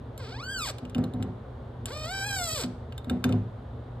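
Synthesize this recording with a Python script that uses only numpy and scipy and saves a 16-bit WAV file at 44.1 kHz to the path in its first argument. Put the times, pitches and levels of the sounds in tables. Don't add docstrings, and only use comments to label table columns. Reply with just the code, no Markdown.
import sys
import numpy as np
from scipy import signal
from scipy.fft import rfft, irfft
from scipy.io import wavfile
from scipy.ndimage import uniform_filter1d

SR = 44100
rng = np.random.default_rng(int(sys.argv[2]) if len(sys.argv) > 2 else 0)


def digitize_waveform(pressure):
    field = np.atleast_2d(pressure).T
    bounded = np.clip(field, -1, 1)
    quanta = np.round(bounded * 32767).astype(np.int16)
    wavfile.write(sys.argv[1], SR, quanta)


N = 176400
BIN_HZ = np.arange(N // 2 + 1) * SR / N
SPLIT_LOW_HZ, SPLIT_HIGH_HZ = 2400, 5630


def amp(db):
    return 10 ** (np.asarray(db) / 20)


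def unit(x):
    return x / np.sqrt(np.mean(x ** 2))


def cut(x, hz, kind, order=2):
    return signal.sosfilt(signal.butter(order, hz, kind, fs=SR, output="sos"), x)


def colour(x, points):
    hz, db = np.array(points, float).T
    gain_db = np.interp(np.log(BIN_HZ + 1), np.log(hz), db)
    cepstrum = irfft(np.log(amp(gain_db)), N)
    cepstrum[1:N // 2] *= 2
    cepstrum[N // 2 + 1:] = 0
    return irfft(rfft(x) * np.exp(rfft(cepstrum)), N)


def drift(hz):
    return unit(cut(rng.standard_normal(N), hz, "low"))


def add(out, start_s, sound):
    i = int(start_s * SR)
    out[i:i + len(sound)] += sound[:N - i]


def decay(t, t60):
    return np.exp(-np.log(1000) * t / t60)


def mode(t, hz, t60, phase=0):
    return np.sin(2 * np.pi * hz * t + phase) * decay(t, t60)


# (frequency [Hz], relative density [dB])
AIR_SPECTRUM = [(25, -21), (55, 4.5), (125, 2.5), (180, -15), (245, -3.5), (310, -15.5), (450, -10),
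                (1400, -25.5), (2500, -41.5), (3600, -37.5), (5500, -55), (15000, -63.5)]

def fan(t):
    mid, side = (unit(colour(rng.standard_normal(N), AIR_SPECTRUM)) for _ in range(2))
    side = 0.63 * cut(side, 504, "high")
    hum = np.sqrt(2) * np.sin(2 * np.pi * 120.5 * t) * amp(drift(hz=1.5))
    return amp(-40) * np.array([mid + side, mid - side]) + amp(-45) * hum


def reverberation(x, t):
    t, gap_s = t[:SR], .004
    tail = cut(rng.standard_normal((2, SR)), 4500, "low", order=1) * decay(t, t60=.45) * (t > gap_s)
    tail /= np.sqrt(np.sum(tail ** 2) / 2)
    return amp(-19) * signal.fftconvolve(x[None], tail, axes=1)[:, :N]


def near_wall(x, t):
    tail = rng.standard_normal(SR) * decay(t[:SR], t60=.055)
    tail /= np.sqrt(np.sum(tail ** 2))
    return x + amp(-8) * signal.fftconvolve(x, tail)[:N]


# (frequency [Hz], phase [rad])
PORT_LEAD = [(0, 0), (500, -.55), (1750, 0), (2600, 2.2), (3800, 1.05), (5000, 1.45), (5850, 3.14),
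             (7800, 6.2), (8700, 6.7), (12000, 12.4), (14500, 15.2)]

def ports(x):
    lead = np.interp(BIN_HZ, *np.array(PORT_LEAD).T)
    return irfft(rfft(x) * np.exp(.5j * np.array([lead, -lead])), N)


# (frequency [Hz], relative level [dB], t60 [s])
PIPE_WALL_MODES = [(158.8, -6.5, 0.22), (189.4, -9.5, 0.47), (247.4, 1.5, 0.25), (372, -19.5, 0.44),
                   (509, -16, 0.14), (737.5, -14.5, 0.093)]
# (time [s], relative level [dB], relative boom level [dB])
FITTING_KNOCKS = [(0.824, -26.5, -40), (.955, -16, -24.5), (.98, -16, -51), (1.03, -18, -31),
                  (1.141, -20.5, -25), (1.196, -19.5, -20), (1.239, -21.5, -29), (1.285, -27, -25.5),
                  (2.638, -20.5, -46), (3.071, -24, -32), (3.105, -14.5, -37), (3.142, -24.5, -38),
                  (3.247, -12, -21), (3.298, -15, -15.5), (3.335, -16.5, -18)]

def knocks(t):
    out, t = np.zeros(N), t[:SR // 2]
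    rise_s, shudder_s = .0037, .056
    wall = sum(amp(db) * mode(t, hz, t60) for hz, db, t60 in PIPE_WALL_MODES)
    boom = mode(t, hz=105.6, t60=.54)
    attack = 1 - np.exp(-t / rise_s)
    for start, db, boom_db in FITTING_KNOCKS:
        rumble = cut(cut(rng.standard_normal(len(t)), 315, "low"), 68, "high")
        shudder = amp(-11) * unit(rumble) * np.exp(-t / shudder_s)
        sound = amp(db) * (wall + shudder) + amp(boom_db) * boom
        add(out, start, amp(-5) * sound * attack)
    return out


# (frequency [Hz], relative level [dB], t60 [s])
PLIER_MODES = [(1288, -4, 0.037), (1586, -1, 0.018), (2290, -3, 0.009), (2875, 8, 0.0059),
               (3648, -1.5, 0.031), (4050, -5, 0.018), (7680, -7.5, 0.01), (9200, -12.5, 0.0087)]
# (time [s], relative level [dB], emphasised frequency [Hz], treble gain [dB])
JAW_IMPACTS = [(0.1778, -46, 7800, 13), (0.784, -35.5, 4500, -4), (0.852, -42.5, 2840, -18),
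               (0.897, -37, 4600, -25), (0.9479, -29.5, 2840, -27), (.9817, -33, 1290, -23),
               (1.04, -35.5, 3970, -0.5), (1.137, -45.5, 3740, 1.5), (1.226, -30, 4500, -9),
               (1.857, -33.5, 7600, 14), (2.924, -41, 2860, -24), (2.9792, -36, 3500, 3),
               (3.045, -45, 3700, -1), (3.0973, -21.5, 3440, -21), (3.241, -14.5, 2260, -10),
               (3.292, -33, 1260, -21), (3.325, -31, 3000, -28)]

def clicks(t):
    out, t = np.zeros(N), t[:SR // 10]
    crack_s, bounce_s, boost_octaves = .0026, .004, .15
    for start, db, emphasis_hz, treble_db in JAW_IMPACTS:
        sound = amp(6.5) * cut(rng.standard_normal(len(t)), 1010, "high") * np.exp(-t / crack_s)
        for hz, mode_db, t60 in PLIER_MODES:
            boost_db = 11.5 * np.exp(-(np.log2(hz / emphasis_hz) / boost_octaves) ** 2)
            detuned_hz = hz * (1 + .019 * rng.standard_normal())
            sound += amp(mode_db + boost_db) * mode(t, detuned_hz, t60, rng.uniform(0, 2 * np.pi))
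        body = cut(sound, SPLIT_HIGH_HZ, "low", order=1)
        treble = cut(sound, SPLIT_HIGH_HZ, "high", order=1)
        click = amp(db - 11.5) * (body + amp(treble_db) * treble)
        add(out, start, click)
        add(out, start + bounce_s * rng.uniform(.39, 1), amp(-10) * click)
    return out


def bending_waves(x):
    delay_s = .0076
    lag = 4 * np.pi * delay_s * np.sqrt(1000 * BIN_HZ)
    return irfft(rfft(x) * np.exp(-1j * lag), N)


def slip_train(rate_hz, start, end, max_slips=1500, half_width=8):
    steady_hz, seize_s, max_jitter, scatter_db = 600, .035, .25, 20
    out, now, taps = np.zeros(N), start, np.arange(-half_width, half_width + 1)
    for gap_draw, level_draw in rng.standard_normal((max_slips, 2)):
        if now > end:
            break
        i = int(now * SR)
        slow_jitter = .01 * (steady_hz / rate_hz[i]) ** 3
        seize_jitter = max_jitter * np.exp((now - end) / seize_s)
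        jitter = min(slow_jitter + seize_jitter, max_jitter)
        offset = taps - (now * SR - i)
        pulse = np.sinc(offset) * np.cos(np.pi * offset / (2 * half_width + 2)) ** 2
        out[i + taps] += amp(scatter_db * jitter * level_draw) * pulse
        now += np.exp(gap_draw * jitter) / rate_hz[i]
    return out


def grip(sound, levels):
    times, *curves_db = np.array(levels).T
    below_low, below_high = (1 / (1 + (BIN_HZ / hz) ** 10) for hz in (SPLIT_LOW_HZ, SPLIT_HIGH_HZ))
    shares, trims_db = (below_low, below_high - below_low, 1 - below_high), (-2, 3, 1.5)
    out = np.zeros(N)
    for share, curve_db, trim_db in zip(shares, curves_db, trims_db):
        band = irfft(rfft(sound) * share, N)
        power = np.abs(uniform_filter1d(band ** 2, size=1500)) + 1e-9
        level_db = np.interp(np.arange(N) / SR, times, curve_db)
        out += band / np.sqrt(power) * amp(level_db + trim_db + 2.5 * drift(hz=79))
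    return out


# (frequency [Hz], relative gain [dB])
NUT_RESPONSE = [(250, -1.5), (400, 6), (630, 3), (705, 4.5), (785, -8), (1000, -0.5), (1550, -2),
                (1850, -6.5), (2350, -3), (2800, -8), (4450, -4.5), (5400, -8), (7100, -13.5), (7900, -4.5),
                (9000, -16.5), (12500, -17), (14500, -25)]
# (time [s], slip rate [Hz])
FIRST_SLIPS = [(.18, 560), (.255, 398), (.298, 470), (.308, 680), (.36, 880), (.38, 1000), (.436, 1470),
               (.524, 1635), (.538, 1565), (.568, 1510), (.6, 1320), (.638, 1140), (.665, 880), (.7, 560)]
SECOND_SLIPS = [(1.86, 334), (1.92, 574), (1.95, 610.4), (2.038, 619), (2.06, 653), (2.115, 769),
                (2.136, 778.8), (2.217, 780), (2.266, 834), (2.312, 792.5), (2.35, 785), (2.407, 706.4),
                (2.452, 680), (2.5, 631.4), (2.53, 655.4), (2.575, 549.2), (2.605, 365), (2.646, 190.9)]
# (time [s], lows [dB], mids [dB], treble [dB])
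FIRST_LEVELS = [(.19, -47, -58, -69), (.38, -44.5, -55.5, -73.5), (0.502, -39.5, -46.5, -53),
                (.6, -36, -42.5, -44.5), (.665, -39, -41, -45), (.712, -37, -47.5, -43.5)]
SECOND_LEVELS = [(1.875, -44, -52.5, -59.5), (2.03, -37.5, -46.5, -56), (2.11, -37, -47.5, -51.5),
                 (2.39, -35.5, -44, -39.5), (2.581, -36.5, -42.5, -39.5), (2.656, -39.5, -46.5, -45.5)]

def squeak(t, slips, levels):
    times, rates = np.array(slips).T
    start, end, fade_s = times[0], times[-1], .02
    rate_hz = np.interp(t, times, rates) * (1 + .006 * drift(hz=60))
    pulses = slip_train(rate_hz, start, end + fade_s)
    rubbing = amp(-37) * np.sqrt(rate_hz / SR) * rng.standard_normal(N)
    radiated = bending_waves(colour(pulses + rubbing, NUT_RESPONSE))
    gate = np.interp(t, [start, start + fade_s, end, end + fade_s], [0, 1, 1, 0])
    return grip(radiated, levels) * gate


def scene():
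    t = np.arange(N) / SR
    tool = squeak(t, FIRST_SLIPS, FIRST_LEVELS) + squeak(t, SECOND_SLIPS, SECOND_LEVELS) + clicks(t)
    return ports(near_wall(tool, t) + knocks(t)) + reverberation(tool, t) + fan(t)


def record(dry):
    soft = cut(cut(dry, 13000, "low", order=5), 51.4, "high")
    return signal.sosfilt(signal.ellip(8, .2, 80, 16000, fs=SR, output="sos"), soft)


dry = scene()
out = record(dry)
digitize_waveform(out)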